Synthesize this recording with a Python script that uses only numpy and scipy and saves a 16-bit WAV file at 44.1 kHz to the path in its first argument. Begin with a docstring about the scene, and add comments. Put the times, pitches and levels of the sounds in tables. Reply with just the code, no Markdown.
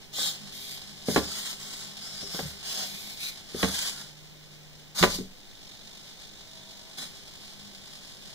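"""A six-legged plastic robot shifts its legs on a table in a small room, heard by two close, spaced mics.
For 4 s its geared servos whir in bursts and its feet land with soft thuds and hard knocks.
It then holds a pose: the servos, buzzing throughout at their 50 Hz control rate, tick under the load.
At 5 s it moves again and its heaviest drop rocks the table. Ticking fills most of the last 3 s,
with faint stall tones from 6.4 s and one short move and tap at 7 s."""
import sys
import numpy as np
from scipy import signal
from scipy.fft import rfft, irfft
from scipy.io import wavfile
from scipy.ndimage import uniform_filter1d

SR = 44100
rng = np.random.default_rng(int(sys.argv[2]) if len(sys.argv) > 2 else 0)


def inscribe(sig):
    """Save sig as 16-bit PCM at rate SR to the path in sys.argv[1].

    A 1-D sig is mono; a 2-D sig holds one channel per row.
    Samples are clipped to [-1, 1] before scaling.
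    """
    pcm = np.round(np.clip(np.atleast_2d(sig).T, -1, 1) * 32767)
    wavfile.write(sys.argv[1], SR, pcm.astype(np.int16))


N = 367794
TIME = np.arange(N) / SR
CONTROL_HZ = 50

# gearbox spectrum: freq_hz, gain_db
GEARBOX_SPECTRUM = [(300, -52), (1200, -18.5), (2100, -8.5), (2750, -4), (3350, 3.5), (4200, 3.5),
                    (5000, 5.5), (5700, -0.5), (6500, 1.5), (7500, -1), (8500, -4), (10000, -10),
                    (15500, -25.5)]
# body drops onto its feet:
# start_s, tip_db, foot_cutoff_hz, weight_db, body_cutoff_hz, weight_lag_s, leg_hz, leg_db, bass_rolloff_hz
BODY_DROPS = [(1.161, -16.5, 1820, -25, 480, 0.0095, 303, 9, 50),
              (3.6292, -21.5, 2500, -22.5, 420, .0085, 272, 5, 55),
              (5.0273, -18.5, 2880, -10.5, 1700, .0085, 366, -10, 229)]


def moving_servos(gearbox_db=5.0, pinion_db=3.0, sizzle_db=-3.0, coast_db_per_s=250, size=26460):
    """Each move runs up, holds and coasts down; speed and loudness follow the effort."""
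    # driven moves: start_s, length_s, run_up_s, whir_db, top_db, growl_db, whine_db,
    # full_speed_mesh_hz, rasp_hz, rasp_db, sizzle_hz
    moves = [(.122, .16, 0.075, -35.5, -6, -8, 2, 3598, 7280, -3.5, 9000),
             (0.51, 0.24, 0.041, -48.5, -4, -17, 3, 3577, 2350, -6, 13000),
             (1.046, 0.14, 0.06, -39.5, -6.5, -7, -15, 4174, 6900, -8, 10560),
             (1.199, 0.15, .038, -46, -9, -5, -11, 3566, 5000, 0, 9200),
             (1.307, .2, 0.069, -41, -7, -5, -2.5, 3447, 7100, -7, 8600),
             (1.559, 0.3, 0.05, -48, -8.5, -5.5, -21, 3590, 7860, -6, 7860),
             (1.993, 0.41, 0.034, -49.5, -10, -6, -2, 5200, 5140, 4.5, 7440),
             (2.304, 0.11, 0.047, -43.5, -4.5, -3.5, -1, 3500, 5180, -5, 12900),
             (2.409, .1, .04, -49, -7, -4.5, -10, 5307, 3820, -13, 13000),
             (2.626, 0.21, .064, -39.5, -10, -6, -4, 3187, 4860, -3, 15000),
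             (2.829, 0.31, 0.031, -49.5, -4.5, -8, 0, 3785, 2350, -3, 12600),
             (3.172, 0.11, .046, -44, -5, -11, 1.5, 4210, 2510, 0, 11200),
             (3.518, .195, .1, -39.5, -7.5, -4, -13, 3890, 3330, -14, 11460),
             (3.706, .18, 0.053, -37.5, -9, -6, -4, 3450, 3050, -15, 10550),
             (3.89, 0.13, 0.042, -49.5, -8.5, -3, -13, 3994, 3320, -16, 9500),
             (4.944, .107, .048, -34, -8, -4, -13, 3494, 6400, -9, 13500),
             (5.075, 0.088, .03, -40, -9, -11, -3, 4500, 3170, -13, 9500),
             (6.967, 0.064, 0.015, -44, -9, -3, 0.5, 3694, 5000, -15, 7950)]
    # spectrum of a free-running motor's pinion: freq_hz, gain_db
    pinion_spectrum = [(3000, -51), (7000, -24), (9500, -1), (11500, 10.5), (12800, 9.5), (14500, 9),
                       (16000, -0.5)]
    # spectrum of legs shaken by a loaded motor: freq_hz, gain_db
    growl_spectrum = [(50, -75), (170, 15.5), (400, 2), (650, 10), (1000, 5), (1500, 9), (2200, 4.5),
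                      (3200, -29.5)]
    out, t = np.zeros((2, N + size)), TIME[:size]
    for (start_s, length_s, run_up_s, whir_db, top_db, growl_db, whine_db,
         mesh_hz, rasp_hz, rasp_db, sizzle_hz) in moves:
        effort = np.minimum(t / run_up_s, 1) * from_db(-coast_db_per_s * np.maximum(t - length_s, 0))
        speed = effort ** .07
        gears = gear_train(mesh_hz * speed)
        case = from_db(gearbox_db) * unit_rms(colour(gears, GEARBOX_SPECTRUM))
        pinion = from_db(pinion_db) * unit_rms(colour(gears, pinion_spectrum))
        sizzle = from_db(sizzle_db) * rubbing_band(sizzle_hz * speed, width_hz=2300)
        growl = from_db(growl_db) * unit_rms(colour(gears, growl_spectrum))
        whine = from_db(whine_db) * mesh_whine(mesh_hz * speed)
        rasp = from_db(rasp_db) * rubbing_band(rasp_hz * speed, width_hz=650)
        whir = case + from_db(top_db) * (pinion + sizzle) + growl + whine + rasp
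        flutter_db = 1.5 * drift(16.9, size)
        first = int(start_s * SR)
        out[:, first:first + size] += effort * from_db(whir_db + flutter_db) * whir
    return out[:, :N]


def gear_train(mesh_hz, step_down=3.1, teeth=19, rough_db=4.5, friction=0.86, shell_t60_s=0.029):
    """Three servos at unequal speeds: teeth click, harder once a rotor turn, over sliding friction."""
    out, size = 0, len(mesh_hz)
    for pace in np.linspace(.72, 1.25, 3):
        travel = np.cumsum(pace * mesh_hz * (1 + .05 * drift(22, size))) / SR
        press = 1 + 0.27 * np.sin(2 * np.pi * travel / teeth)
        backlash = .3 * drift(500, size)   # teeth meet early or late
        contacts = once_a_turn(travel / step_down + backlash)
        clicks = unit_rms(contacts * from_db(rough_db * rng.standard_normal(size)))
        share = from_db(2.5 * drift(9.9, size) + 2.6 * drift(72.4, size))   # joints take turns leading
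        force = share * press * (clicks + friction * rng.standard_normal(size))
        out = out + convolve(force, dying_noise(shell_t60_s, size=512))
    running_power = uniform_filter1d(np.mean(out ** 2, axis=0), size=2205)
    return out / np.sqrt(running_power + 1e-12)


def mesh_whine(mesh_hz, teeth=19, rasp=0.4, blur_rad=0.94, blur_hz=350, octave_db=-20.0):
    """The first gear stages sing at the mesh pitch and its octave, rasping once a rotor turn."""
    out, size = 0, len(mesh_hz)
    for pace in (.92, 1, 1.07):
        angle = 2 * np.pi * np.cumsum(pace * mesh_hz * (1 + .03 * drift(25, size))) / SR
        shaken = angle + blur_rad * np.array([drift(blur_hz, size), drift(blur_hz, size)])
        press = from_db(2.4 * drift(59, size)) * (1 + rasp * np.sin(angle / teeth))
        out = out + press * (np.sin(shaken) + from_db(octave_db) * np.sin(2 * shaken))
    return unit_rms(out)


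def rubbing_band(hz, width_hz, wander=.04):
    """A rubbing gear: a noise band whose pitch follows the motor and wanders."""
    size = len(hz)
    angle = 2 * np.pi * np.cumsum(hz * (1 + wander * drift(25, size))) / SR
    pair = [drift(width_hz, size) * np.sin(angle) + drift(width_hz, size) * np.cos(angle)
            for _ in range(2)]
    return unit_rms(np.array(pair))


def knocks(crack_db=32.0, snap_db=16.5, side_db=-3.5, leg_t60_s=0.098, size=16384):
    """Each landing rings leg and table, clatters the plastic and snaps the gear slack shut."""
    # modes of table top and robot frame: freq_hz, level_db, t60_s
    modes = [(73.3, -14, 0.35), (102, -21, 0.28), (140.6, -13, .22), (189, -6, 0.19), (232.5, -9.5, 0.13),
             (266, -9, 0.14), (294, -12.5, 0.11), (374, -4.5, 0.09), (426.3, -8.5, 0.11), (450, -7.5, 0.13),
             (503, -10, 0.085), (560, -7, 0.066), (592, -10, 0.12), (672, -11.5, 0.095), (737, -5.5, 0.061),
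             (847, -8, 0.04), (996, -11.5, 0.083), (1102, -7, 0.058), (1167, -10.5, 0.093),
             (1384, -14, 0.076), (1458, -11, 0.05), (1710, -11, 0.054), (1880, -24, .08),
             (3670, -28, 0.056), (3930, 9, 0.031)]
    # spectrum of clattering plastic: freq_hz, gain_db
    crack_spectrum = [(60, -27), (130, 2.5), (300, -4), (600, -6), (1200, -.5), (1900, 2.5), (2500, 1),
                      (3800, -5), (5000, -12), (8000, -28), (15500, -27)]
    out, t = np.zeros((2, N + size)), TIME[:size]
    hz, mode_db, t60_s = np.transpose(modes)
    rings = np.sin(2 * np.pi * hz[:, None] * t) * from_db(-60 * t / t60_s[:, None])
    for start_s, strength_db, cutoff_hz, leg_hz, leg_db, bass_hz in foot_contacts():
        signs = rng.choice([-1, 1], (2, len(hz)))   # each spot pushes the modes its own way
        bass_rolloff = hz ** 2 / (hz ** 2 + bass_hz ** 2)
        shares = signs * from_db(mode_db + 2.5 * rng.standard_normal(len(hz))) * bass_rolloff
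        softness = signal.butter(3, cutoff_hz, fs=SR, output="sos")
        thud = signal.sosfilt(softness, shares @ rings) * from_db([[0], [side_db]])
        swell = np.minimum(t * cutoff_hz / 2, 1)   # softer contact, slower rise
        leg = swell * from_db(leg_db - 60 * t / leg_t60_s) * np.sin(2 * np.pi * leg_hz * t)
        thud[0] += leg
        crack = from_db(crack_db) * colour(dying_noise(t60_s=0.053, size=size), crack_spectrum)
        snap = from_db(snap_db) * colour(dying_noise(t60_s=0.048, size=size), GEARBOX_SPECTRUM)
        hardness = from_db(8.5 * np.log2(cutoff_hz / 2350))   # 8.5 dB per octave
        first = int(start_s * SR)
        out[:, first:first + size] += from_db(strength_db) * (thud + hardness * (crack + snap))
    return out[:, :N]


def foot_contacts(tap_leg_db=2.0, tap_bass_hz=70, tip_leg_db=-10, rebound_s=0.0155, rebound_db=-7.5):
    """A tap is one contact; a drop is three: tip, body weight, rebound of the tip."""
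    # foot taps: start_s, strength_db, cutoff_hz, leg_hz
    taps = [(0.184, -40.5, 1540, 550), (1.0845, -19, 565, 430), (2.229, -35.5, 515, 396),
            (2.345, -36.5, 1000, 179), (2.391, -30, 1710, 550), (2.425, -27, 150, 142.4),
            (2.446, -25, 149, 143), (3.545, -29, 510, 419), (5.011, -18.5, 202, 190),
            (5.149, -35, 250.7, 183), (5.186, -27.5, 356, 245.6), (5.205, -32.5, 357, 420),
            (7.06, -43, 198.7, 174)]
    contacts = [(*tap, tap_leg_db, tap_bass_hz) for tap in taps]
    for start_s, tip_db, foot_hz, weight_db, body_hz, lag_s, leg_hz, leg_db, bass_hz in BODY_DROPS:
        contacts += [(start_s, tip_db, foot_hz, leg_hz, tip_leg_db, bass_hz),
                     (start_s + lag_s, weight_db, body_hz, leg_hz, leg_db, bass_hz),
                     (start_s + rebound_s, tip_db + rebound_db, foot_hz, leg_hz, tip_leg_db, bass_hz)]
    return contacts


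def ticking_servos(uneven_db=0.9, jitter_frames=.012, tick_db=-2.5, tail_db=-1.5, rattle=0.99):
    """The most loaded servos tick every control frame, early or late as the slack is taken up."""
    # spells under load: start_s, end_s, slot_frames, level_db
    spells = [(4.053, 4.92, .53, -26), (5.299, 6.962, 0.61, -21.5), (5.55, 6.962, 0.64, -21),
              (5.603, 6.964, .88, -21), (7.2, 8.396, 0.68, -22.5)]
    # tick spectrum: freq_hz, gain_db
    tick_spectrum = [(300, -34), (750, -5.5), (1200, -18.5), (2600, -11), (3200, -16), (3650, 2.5),
                     (4400, -4), (5300, -7), (5800, -12), (6250, -5), (6900, -15), (8000, -15),
                     (10000, -39), (15500, -32)]
    kicks = np.zeros(N)
    for start_s, end_s, slot_frames, level_db in spells:
        frames = CONTROL_HZ * TIME - slot_frames + jitter_frames * drift(50)
        kicks += once_a_turn(frames) * (TIME > start_s) * (TIME < end_s) * from_db(level_db)
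    kicks *= from_db(uneven_db * drift(40))
    tick = from_db(tick_db) * slack_ticks(kicks, rattle, t60_s=0.008)
    tail = from_db(tail_db) * slack_ticks(kicks, rattle, t60_s=0.031)
    return colour(tick + tail, tick_spectrum)


def holding_servos(uneven_db=4.0, settle_s=0.099):
    """Each servo gets one corrective kick per control frame; the kicks blur into a buzz over motor hum."""
    # held poses: start_s, buzz_db, hum_db
    poses = [(0, -52.5, -57), (0.3, -45.5, -54.5), (1.9, -44.5, -53.5), (3.1, -47, -57), (4.1, -55.5, -67),
             (5.6, -50.5, -61), (7.0, -48, -57), (7.7, -48.5, -59.5)]
    # buzz spectrum: freq_hz, gain_db
    buzz_spectrum = [(100, -14.5), (400, -16), (680, -3), (900, -8), (1150, -10.5), (1600, -8), (2600, -5),
                     (3300, 1.5), (3700, 0.5), (4400, 1), (5300, 1.5), (5800, -6.5), (6300, -4.5),
                     (7500, -7.5), (9500, -12), (15500, -21.5)]
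    # motor hum partials: pitch_hz, level_db
    partials = [(100, -12), (150, -3.5), (200, 0.5), (250, -11.5), (400, -10)]
    starts_s, *levels_db = np.transpose(poses)
    pose = np.searchsorted(starts_s[1:], TIME)
    buzz_db, hum_db = [uniform_filter1d(db[pose], int(settle_s * SR)) for db in levels_db]
    ticks = hum = 0
    for slot_frames in (.13, .42, .66, .86):
        kicks = once_a_turn(CONTROL_HZ * TIME - slot_frames) * from_db(uneven_db * drift(40))
        ticks += slack_ticks(kicks, rattle=1.0, t60_s=0.067)
    for pitch_hz, level_db in partials:
        gain = from_db(level_db + 3.9 * drift(21))
        hum += gain * np.sin(2 * np.pi * pitch_hz * TIME + np.array([drift(25), drift(28)]))
    return from_db(buzz_db) * unit_rms(colour(ticks, buzz_spectrum)) + from_db(hum_db) * unit_rms(hum)


def slack_ticks(kicks, rattle, t60_s):
    """Each kick rings the servo's case and rattles the slack in its gears."""
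    energy = convolve(kicks ** 2, dying_noise(t60_s, size=2048)[0] ** 2)
    chatter = np.sqrt(np.abs(energy)) * rng.standard_normal((2, N))
    return convolve(kicks, dying_noise(t60_s, size=2048)) + rattle * chatter


def straining_servos(fade_s=0.075, waver_hz=1.97, size=52920):
    """A stalled servo holds a faint, nearly steady tone."""
    # stalls: start_s, end_s, pitch_hz, level_db
    stalls = [(4.049, 4.98, 152, -57), (6.407, 7.003, 650, -62.5), (6.45, 6.953, 955, -66)]
    out, t = np.zeros((2, N + size)), TIME[:size]
    for start_s, end_s, pitch_hz, level_db in stalls:
        gate = np.clip(np.minimum(t, end_s - start_s - t) / fade_s, 0, 1)
        waver_rad = 2 * np.array([drift(waver_hz, size), drift(waver_hz, size)])
        tone = unit_rms(np.sin(2 * np.pi * pitch_hz * t + waver_rad))
        first = int(start_s * SR)
        out[:, first:first + size] += from_db(level_db) * gate * tone
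    return out[:, :N]


def table_sway(sway_hz=13.7, level_db=-40, attack_s=.04, t60_s=1.8):
    """The heaviest drop rocks the table on its legs."""
    start_s = max(BODY_DROPS, key=lambda drop: drop[3])[0]
    t = np.maximum(TIME - start_s, 0)
    envelope = np.minimum(t / attack_s, 1) * from_db(level_db - 60 * t / t60_s)
    return envelope * np.sin(2 * np.pi * sway_hz * t)


def room_tone(level_db=-52.0):
    """Quiet, steady noise, strongest in the bass."""
    # background spectrum: freq_hz, gain_db
    spectrum = [(15, 8.5), (35, 3), (60, -3.5), (300, -6), (600, -9), (1200, -18), (2500, -11), (6000, -16),
                (10000, -27), (15500, -22.5)]
    return from_db(level_db) * unit_rms(colour(rng.standard_normal((2, N)), spectrum))


def room(x, t60_s=0.28, wet_db=-9.5, first_echo_s=0.0068):
    """The walls add a short diffuse tail."""
    tail = dying_noise(t60_s) * (TIME[:SR // 2] > first_echo_s)
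    return x + from_db(wet_db) * convolve(x, tail)


def mic_ports(mid_side):
    """Spaced ports hear the sound in step at some pitches and opposed at others."""
    # left-right likeness: freq_hz, likeness
    likeness = [(40, -0.56), (150, 0.44), (600, 0.31), (1250, 1.5), (1700, 0.5), (2200, -.5), (2600, -1.09),
                (3000, -0.5), (3650, 0.9), (4750, -0.82), (5800, 0.4), (6800, 0), (7700, -.5), (8900, 0.3),
                (10200, 0)]
    # port balance: freq_hz, left_minus_right_db
    balance = [(100, -0.5), (600, 0.5), (1200, 1.5), (2000, -3.5), (2600, 0), (3400, -3), (5000, 0.5),
               (6300, 3.5), (10000, 0), (14500, 1)]
    mid = colour(mid_side[0], likeness, lambda c: np.sqrt((1 + np.clip(c, -.99, .99)) / 2))
    side = colour(mid_side[1], likeness, lambda c: np.sqrt((1 - np.clip(c, -.99, .99)) / 2))
    left = colour(mid + side, balance, lambda db: from_db(db / 2))
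    right = colour(mid - side, balance, lambda db: from_db(-db / 2))
    return np.vstack([left, right])


def from_db(db):
    """Decibels to gain."""
    return 10 ** (np.asarray(db) / 20)


def unit_rms(x):
    """Scale to unit power."""
    return x / np.sqrt(np.mean(x ** 2) + 1e-20)


def drift(rate_hz, size=N):
    """Random wander, spread about 1."""
    knots = rng.standard_normal(int(rate_hz * size / SR) + 2)
    return np.interp(TIME[:size] * rate_hz, np.arange(len(knots)), knots)


def convolve(x, response):
    """Apply an impulse response, keeping the length of x."""
    return signal.oaconvolve(np.atleast_2d(x), np.atleast_2d(response), axes=-1)[:, :np.shape(x)[-1]]


def colour(x, points, to_gain=from_db, size=4096):
    """Minimum-phase filter through the points of a spectrum."""
    hz, value = np.transpose(points)
    grid_hz = np.maximum(np.fft.rfftfreq(size, 1 / SR), 1)
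    gain = to_gain(np.interp(np.log(grid_hz), np.log(hz), value))
    cepstrum = irfft(np.log(gain))
    cepstrum[1:size // 2] *= 2
    cepstrum[size // 2 + 1:] = 0
    return convolve(x, irfft(np.exp(rfft(cepstrum))))


def dying_noise(t60_s, size=22050):
    """Two independent decaying noise bursts of unit energy."""
    burst = rng.standard_normal((2, size)) * from_db(-60 * TIME[:size] / t60_s)
    return burst / np.sqrt(np.sum(burst ** 2, axis=1, keepdims=True))


def once_a_turn(turns):
    """A unit click whenever the count passes a whole number."""
    return np.diff(np.floor(turns), prepend=np.floor(turns[0]))


def scene():
    """The robot in its room, over a quiet background."""
    robot = moving_servos() + holding_servos() + ticking_servos() + straining_servos() + knocks()
    background = room_tone()
    return mic_ports(room(robot) + background) + table_sway()


def record(dry):
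    """Steep low-pass."""
    cutoff_hz = 15600
    return signal.sosfilt(signal.ellip(12, .1, 90, cutoff_hz, fs=SR, output="sos"), dry)


dry = scene()
out = record(dry)
inscribe(out)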